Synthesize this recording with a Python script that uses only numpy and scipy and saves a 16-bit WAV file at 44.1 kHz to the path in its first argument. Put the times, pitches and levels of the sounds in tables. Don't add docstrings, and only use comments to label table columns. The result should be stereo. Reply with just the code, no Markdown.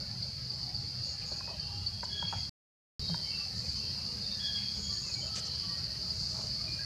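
import sys
import numpy as np
from scipy import signal
from scipy.fft import rfft, irfft
from scipy.io import wavfile
from scipy.ndimage import uniform_filter1d

SR = 44100
rng = np.random.default_rng(int(sys.argv[2]) if len(sys.argv) > 2 else 0)


def natural_amplitude(level_db):
    exponent = np.asarray(level_db, float) / 20
    return 10 ** exponent


def unload_audio(sound):
    columns = np.transpose(np.atleast_2d(sound))
    steps = np.round(np.clip(columns, -1, 1) * 32767)
    wavfile.write(sys.argv[1], SR, steps.astype(np.int16))


N = 302085

DROPOUT = (2.49408, 2.99457)


def evened(x):
    return x / np.sqrt(np.mean(x ** 2) + 1e-20)


def read(points, hz):
    f, value = np.transpose(points)
    return np.interp(np.log(hz + 1), np.log(f + 1), value)


def add(mix, s, sound, pan_db=0):
    part = mix[:, round(s * SR):][:, :len(sound)]
    sides = natural_amplitude(np.array([[.5], [-.5]]) * pan_db)
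    part += sound[:part.shape[1]] * sides


def drift(count, smooth_s):
    size = max(int(smooth_s * SR), 1)
    smooth = uniform_filter1d(rng.standard_normal(count), size)
    return evened(uniform_filter1d(smooth, size))


def resonate(x, hz, width):
    turn = np.exp(2j * np.pi * np.cumsum(hz * np.ones(x.shape[-1])) / SR)
    r = np.exp(-np.pi * width / SR)
    smooth = signal.lfilter([(1 - r) ** 2], [1, -2 * r, r * r], x / turn + 1e-18)
    return 2 * (turn * smooth).real


def ports(a, b):
    # frequency in Hz, left-right likeness (0 to 1).
    likeness = [(50, 0.89), (130, 0.93), (290, 0.56), (640, 0.69), (2000, 1), (4500, 0.65), (7000, 0.094),
                (15000, 0.37)]
    # frequency in Hz, phase by which the left leads in radians.
    left_lead = [(100, 0), (3400, 1.04), (4900, 0.52), (6700, 1.16), (9500, 4), (13000, 2), (15500, 7.5)]
    hz = np.fft.rfftfreq(N, 1 / SR)
    same = np.clip(read(likeness, hz), -1, 1)
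    right = same * rfft(a) + np.sqrt(1 - same ** 2) * rfft(b)
    right = right * np.exp(-1j * read(left_lead, hz))
    return np.array([a, irfft(right, N)])


def lift_db():
    return 3 * (np.arange(N) > DROPOUT[0] * SR)


def wind_db():
    # time in seconds, wind strength in dB.
    gusts = [(0, 2), (.3, -2), (1.5, -2), (2.4, 0.5), (3.0, 3), (3.3, -3), (3.6, 1), (4.1, -2), (5.2, -1.5),
             (6.5, 0.5), (6.7, 1), (6.85, -3)]
    return np.interp(np.arange(N) / SR, *np.transpose(gusts))


def swell_db(t, rise_s, rise_db, fall_db_per_s):
    return np.where(t < rise_s, rise_db * (1 - t / rise_s), fall_db_per_s * (rise_s - t))


def wash(colour, patchy_db, bins, frames_long):
    frames, hz = N // 256 + 5, np.fft.rfftfreq(1024, 1 / SR)
    a, b, c, d, patches = rng.standard_normal((frames, 513, 5)).T
    patches = uniform_filter1d(patches, bins, axis=0)
    patches = evened(uniform_filter1d(patches, frames_long, axis=1))
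    level_db = read(colour, hz)[:, None] + patchy_db * patches
    z = np.array([a + 1j * b, c + 1j * d]) * natural_amplitude(level_db)
    noise = signal.istft(z, nperseg=1024, noverlap=768)[1][:, :N]
    return evened(ports(*noise))


def whistles(table, blur_hz, clean, fading_db, pan_db):
    mix = np.zeros((2, N))
    for s, length, hz0, hz1, db in table:
        n = int(length * SR)
        hz = np.linspace(hz0, hz1, n)
        fuzz = evened(resonate(rng.standard_normal(n), hz, blur_hz))
        sine = np.sqrt(2) * np.sin(2 * np.pi * np.cumsum(hz) / SR)
        note = clean * sine + (1 - clean) * fuzz
        level_db = db + fading_db * drift(n + SR // 2, .02)[:n]
        add(mix, s, note * natural_amplitude(level_db) * signal.windows.tukey(n, .45), pan_db)
    return mix


def rumble():
    # frequency in Hz, level in dB per Hz.
    colour = [(12, -44.5), (20, -14), (32, -23.5), (62, 0.5), (102, 1.5), (199, -6), (252, -18), (293, -19),
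              (330, -28), (430, -63), (730, -120)]
    hz = np.fft.rfftfreq(N, 1 / SR)
    a, b = irfft(rfft(rng.standard_normal((2, N))) * natural_amplitude(read(colour, hz)), N)
    level_db = -46 + 0.41 * lift_db() + wind_db() + 1.3 * drift(N, 0.023)
    return evened(ports(a, b)) * natural_amplitude(level_db)


def moans():
    # start in seconds, length in seconds, start pitch in Hz, end pitch in Hz, level in dB.
    tones = [
        (0, 1.24, 125, 123.1, -48.5),
        (1.62, 0.4, 98, 94.4, -41),
        (2.22, 0.045, 165, 159, -40.5),
        (3.08, 0.087, 169.7, 154, -35.5),
        (3.5, 1.6, 209, 200, -53),
        (5.9, 1.3, 644, 611, -63.5),
        (1.0, 1.08, 802, 823, -62),
        (3.95, 0.36, 471, 467, -63.5),
    ]
    return whistles(tones, blur_hz=24.6, clean=0.25, fading_db=-1.5, pan_db=-2.2)


def hush():
    # frequency in Hz, level in dB per Hz.
    colour = [(140, -35), (230, -11), (280, -5), (679, -8), (816, -9), (915, -13), (2460, -14),
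              (2700, -11.5), (3600, -14.5), (4680, -44), (7920, -120)]
    return wash(colour, 4.92, 2, 14) * natural_amplitude(-56.5 + 0.29 * lift_db())


def leaves():
    # frequency in Hz, level in dB per Hz.
    colour = [(3290, -18), (5600, -8), (6190, -7.5), (7990, -20), (8950, -16), (9720, -21), (12700, -23.5),
              (15000, -34.5), (15800, -44)]
    return wash(colour, 2.4, 5, 16) * natural_amplitude(-55.5 + lift_db() + .2 * wind_db())


def birds():
    # start in seconds, length in seconds, start pitch in Hz, end pitch in Hz, level in dB.
    high_notes = [(.86, 0.36, 2690, 2825, -64.5), (1.18, .2, 2420, 2490, -61.5),
                  (1.38, 0.18, 2520, 2560, -57), (1.5, 0.38, 2710, 2846, -60), (1.5, 0.34, 3030, 3240, -60),
                  (1.75, 0.34, 3340, 3264, -62), (2.97, 0.21, 3890, 3765, -50.5),
                  (3.03, .42, 3210, 3016, -55), (3.29, 0.16, 2710, 2686, -48),
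                  (3.6, 0.21, 2460, 2445, -62.5), (3.73, 0.18, 3053, 3130, -57.5),
                  (3.84, .1, 3200, 3240, -61), (3.75, .4, 2663, 2820, -60), (4.2, 0.18, 3720, 3650, -56),
                  (4.58, 0.2, 2570, 2366, -65), (5.02, 0.13, 2745, 2390, -58),
                  (5.14, 0.052, 2280, 2280, -52), (5.2, 0.096, 3090, 3065, -51.5),
                  (5.4, .45, 3076, 2960, -64), (5.4, .2, 4150, 4060, -47), (6.66, 0.079, 2436, 2415, -50),
                  (6.58, 0.089, 2450, 2480, -62), (4.78, 0.25, 3303, 3270, -55)]
    # start in seconds, length in seconds, start pitch in Hz, end pitch in Hz, level in dB.
    low_notes = [(.42, 0.5, 832, 810, -65.5), (1.59, 0.039, 1215, 1193, -59), (2.24, .064, 2230, 2220, -61),
                 (2.36, 0.077, 2090, 2080, -61), (3.25, 0.068, 2200, 2244, -58.5),
                 (4.05, 0.1, 1250, 1167, -62), (4.25, 0.27, 1735, 1746, -61.5),
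                 (4.56, 0.097, 2100, 2190, -61), (4.87, .2, 1155, 1200, -65), (4.93, .11, 1760, 1750, -62),
                 (5.04, 0.036, 1280, 1330, -65), (5.2, 0.26, 1280, 1313, -61),
                 (5.61, .13, 1143, 1158, -60.5), (5.6, 0.45, 1896, 1850, -65),
                 (6.03, .097, 1242, 1298, -64), (6.58, 0.043, 2170, 2200, -58.5),
                 (6.55, .073, 1203, 1200, -61), (6.785, 0.043, 1610, 1650, -51),
                 (6.82, 0.033, 1995, 2060, -57)]
    high = whistles(high_notes, blur_hz=75, clean=.38, fading_db=2, pan_db=0)
    low = whistles(low_notes, blur_hz=60, clean=.5, fading_db=3.5, pan_db=-2.5)
    return high + natural_amplitude(0.3) * low


def cricket():
    strikes_per_s, centre_hz, width_hz, blur_hz = 99.4, 3996, 310, 23
    hz = np.fft.rfftfreq(N, 1 / SR)
    off_hz = (hz + strikes_per_s / 2) % strikes_per_s - strikes_per_s / 2
    lines = np.exp(-(off_hz / blur_hz) ** 2 / 2)
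    comb = lines / (1 + (2 * (hz - centre_hz) / width_hz) ** 2)
    trill = irfft(rfft(rng.standard_normal((2, N))) * comb, N)
    return evened(ports(*trill)) * natural_amplitude(-59 + lift_db())


def crackles():
    # start in seconds, length in seconds, level in dB, centre in Hz, width in Hz.
    crushes = [(1.034, .05, -66, 7500, 5000), (1.187, 0.075, -55, 2330, 3000),
               (2.256, 0.16, -56.5, 2550, 900), (1.467, 0.089, -53, 940, 400),
               (1.483, 0.082, -49, 610, 150), (2.037, 0.017, -52, 6700, 2200),
               (3.523, 0.28, -55.5, 6300, 2500), (3.755, 0.048, -50, 6100, 400),
               (4.554, 0.13, -56.5, 2500, 900), (5.047, 0.071, -51, 6100, 700),
               (5.342, 0.068, -41, 5920, 2770), (5.351, 0.05, -46, 2500, 3560),
               (5.445, 0.036, -43, 5650, 2000), (5.25, .5, -56, 3140, 500),
               (6.078, 0.47, -49.5, 5900, 2330), (6.327, 0.11, -53, 850, 890)]
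    mix, size = np.zeros((2, N)), (2, SR // 2 + SR // 10)
    for s, length, db, hz, width in crushes:
        n = int(length * SR)
        snaps = rng.standard_normal(size) * (rng.random(size) < 2500 / SR)
        snaps = snaps[:, :n] + 0.21 * snaps[::-1, :n]
        band = evened(resonate(resonate(snaps, hz, 1.5 * width), hz, 1.5 * width))
        mix[:, round(s * SR):][:, :n] += natural_amplitude(db) * band * signal.windows.tukey(n, .5)
    return mix


def knocks():
    # time in seconds, peak in dB, pitch in Hz, relative treble in dB, ring t60 in seconds.
    twigs = [(1.316, -39.5, 593, -13, 0.069), (1.405, -37.5, 1010, -11, 0.03), (1.475, -40, 930, -15, 0.02),
             (1.5, -42, 586, -23, 0.034), (2.031, -31.5, 950, -14, 0.037), (2.225, -31.5, 940, -6, 0.023),
             (2.325, -29, 870, -15, 0.067), (3.093, -40, 540, -8.5, 0.054), (3.143, -33.5, 960, -11, 0.019),
             (5.375, -41.5, 594, 0, 0.056), (6.387, -38.5, 630, -9, 0.049), (6.439, -43.5, 650, -15, 0.13)]
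    mix, t = np.zeros((2, N)), np.arange(4000) / SR
    for s, db, hz, treble_db, t60 in twigs:
        scrape = rng.standard_normal(len(t)) * natural_amplitude(-60 * t / t60) * np.minimum(t / 0.0018, 1)
        wood = resonate(scrape, hz, 217)
        wood = wood + 0.27 * resonate(scrape, 1.4 * hz, 600) + 0.38 * resonate(scrape, .68 * hz, 150)
        tick = resonate(resonate(scrape, 7020, 3000), 7000, 3000)
        knock = wood / abs(wood).max() + natural_amplitude(treble_db - 10.0) * tick / abs(tick).max()
        add(mix, s - .001, natural_amplitude(db) * knock, .2)
    return mix


def buzzes():
    # start in seconds, length in seconds, centre in Hz, top level in dB, fall in dB per second.
    rasps = [
        (1.03, 0.12, 6650, -52.5, 30),
        (1.25, 0.14, 6670, -52.5, 62),
        (2.28, 0.15, 6650, -55, 40),
        (4.742, 0.3, 6680, -47, 21),
        (4.983, 0.32, 6800, -48, 48),
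    ]
    mix = np.zeros((2, N))
    for s, length, hz, db, fall_db in rasps:
        t = np.arange(int(length * SR)) / SR
        clicks = (rng.standard_normal(SR) * (rng.random(SR) < 3000 / SR))[:len(t)]
        level_db = db + swell_db(t, 0.62 * length, -4, fall_db) + 0.5 * drift(SR, 0.009)[:len(t)]
        rasp = evened(resonate(clicks, hz, 420))
        add(mix, s, rasp * natural_amplitude(level_db) * signal.windows.tukey(len(t), .15), .4)
    return mix


def squeals():
    # start in seconds, length in seconds, pitch of the second partial in Hz, top level in dB,
    # distance of the upper voice above it in Hz.
    cries = [
        (2.088, 0.383, 3292, -40, 62),
        (4.386, 0.39, 3277, -38.5, 113),
    ]
    rise_s, throbs_per_s, throb_db, sag_hz_per_s = 0.094, 14, 1.5, 30
    mix = np.zeros((2, N))
    for s, length, hz, db, apart_hz in cries:
        t, voice = np.arange(int(length * SR)) / SR, 0
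        for pitch_hz, share_db in (hz, 0), (hz + apart_hz, 2 - 19 * t):
            wobble = 1 + .009 * drift(SR, 0.0082)[:len(t)]
            turn = np.pi * np.cumsum((pitch_hz - sag_hz_per_s * t) * wobble) / SR
            first = natural_amplitude(-14 - 15.5 * t) * np.cos(turn)
            partials = first + np.cos(2 * turn) + natural_amplitude(-21.5) * np.cos(4 * turn)
            shaky_db = 2.5 * drift(SR, 0.022)[:len(t)]
            voice = voice + natural_amplitude(share_db + shaky_db) * partials
        effort_db = np.maximum(swell_db(t, rise_s, -11.5, 68.5), -15)
        effort_db = effort_db + throb_db * (np.cos(2 * np.pi * throbs_per_s * (t - rise_s)) - 1)
        add(mix, s, voice * natural_amplitude(db + effort_db + 2) * signal.windows.tukey(len(t), .1), .3)
    return mix


def forest(x):
    # frequency in Hz, t60 in seconds.
    trunk_decay = [(500, .35), (3000, .33), (8000, .2)]
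    taps = np.zeros((2, SR // 2))
    at = np.arange(400, SR // 2 - 20, 20)
    at = at + rng.integers(0, 20, (2, len(at)))
    np.put_along_axis(taps, at, rng.choice([-1., 1.], at.shape), 1)
    hz, t, z = signal.stft(taps, SR, nperseg=256)
    decay = natural_amplitude(-60 * t / read(trunk_decay, hz)[:, None])
    tail = signal.istft(z * decay, SR, nperseg=256)[1]
    tail = tail / np.linalg.norm(tail[0])
    return signal.fftconvolve(x.mean(0)[None], tail, axes=1)[:, :N]


def cicada_ticks():
    # time in seconds, peak in dB, pitch in Hz, left over right in dB.
    ticks = [(0.223, -25.5, 4480, -0.5), (0.4951, -27, 4600, 0.0), (0.7438, -27, 4600, 3),
             (1.0335, -28.5, 4520, 3), (1.319, -28.5, 4400, 1.0), (1.596, -25, 4590, 1.0),
             (1.8613, -23, 4600, 1.0), (2.0532, -32, 4590, 12), (2.1284, -28.5, 4520, 0.5),
             (2.2768, -28.5, 4550, 2.5), (2.4466, -31.5, 4470, 0.5), (3.0791, -27.5, 4530, 1.0),
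             (3.3845, -28, 4720, 9), (3.686, -28, 4670, 0.5), (4.2614, -28.5, 4560, 1.0),
             (4.68, -31, 4510, 6), (4.8927, -30, 4680, 12), (5.138, -25.5, 4400, 5),
             (5.6185, -30, 4760, 1.5), (5.8353, -28.5, 4700, 5), (6.099, -28.5, 4830, 0.5)]
    mix, t = np.zeros((2, N)), np.arange(1500) / SR
    for s, db, hz, pan_db in ticks:
        burst = rng.standard_normal(len(t)) * natural_amplitude(-60 * t / 0.069) * np.minimum(t / 0.0027, 1)
        tick = resonate(resonate(burst, hz, 570), hz, 570)
        add(mix, s - .001, natural_amplitude(db - 1) * tick / abs(tick).max(), pan_db)
    return mix


def cicadas():
    # body resonance in Hz, width in Hz, level in dB.
    tymbal = [(4510, 420, 7), (4760, 620, 7.5), (5870, 1100, -30), (4277, 570, -4.5)]
    strength = natural_amplitude(1.3 * np.minimum(rng.exponential(1, (2, N)), 5))
    clicks = (rng.random((2, N)) < 4000 / SR) * strength
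    clicks = clicks * rng.choice([-1., 1.], (2, N))
    body = sum(natural_amplitude(db) * resonate(clicks, hz, width) for hz, width, db in tymbal)
    body = signal.sosfilt(signal.cheby2(12, 40, 3820, "high", fs=SR, output="sos"), body)
    level_db = -40 + lift_db() + 1.05 * drift(N, 0.022) + 0.64 * drift(N, 0.12)
    return evened(ports(*body)) * natural_amplitude(level_db) + cicada_ticks()


def scene():
    low = rumble() + moans()
    far = natural_amplitude(2.2) * birds() + squeals() + buzzes()
    wood = knocks() + crackles()
    echoes = forest(natural_amplitude(-5) * far + natural_amplitude(-13) * wood)
    echoes = echoes + 0.16 * echoes[::-1]
    return low + hush() + leaves() + cricket() + natural_amplitude(-2.0) * far + wood + echoes + cicadas()


def band_limit(x):
    return signal.sosfilt(signal.butter(12, 16460, fs=SR, output="sos"), x)


def record(dry):
    t = np.arange(N) / SR
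    low_pass = signal.firwin(511, 15720, window=("kaiser", 9), fs=SR)
    dull = signal.oaconvolve(dry, low_pass[None], "same")
    live = np.where((t < DROPOUT[0]) | (t > DROPOUT[1]), 1, natural_amplitude(-75))
    return band_limit(dull * live)


dry = scene()
out = record(dry)
unload_audio(out)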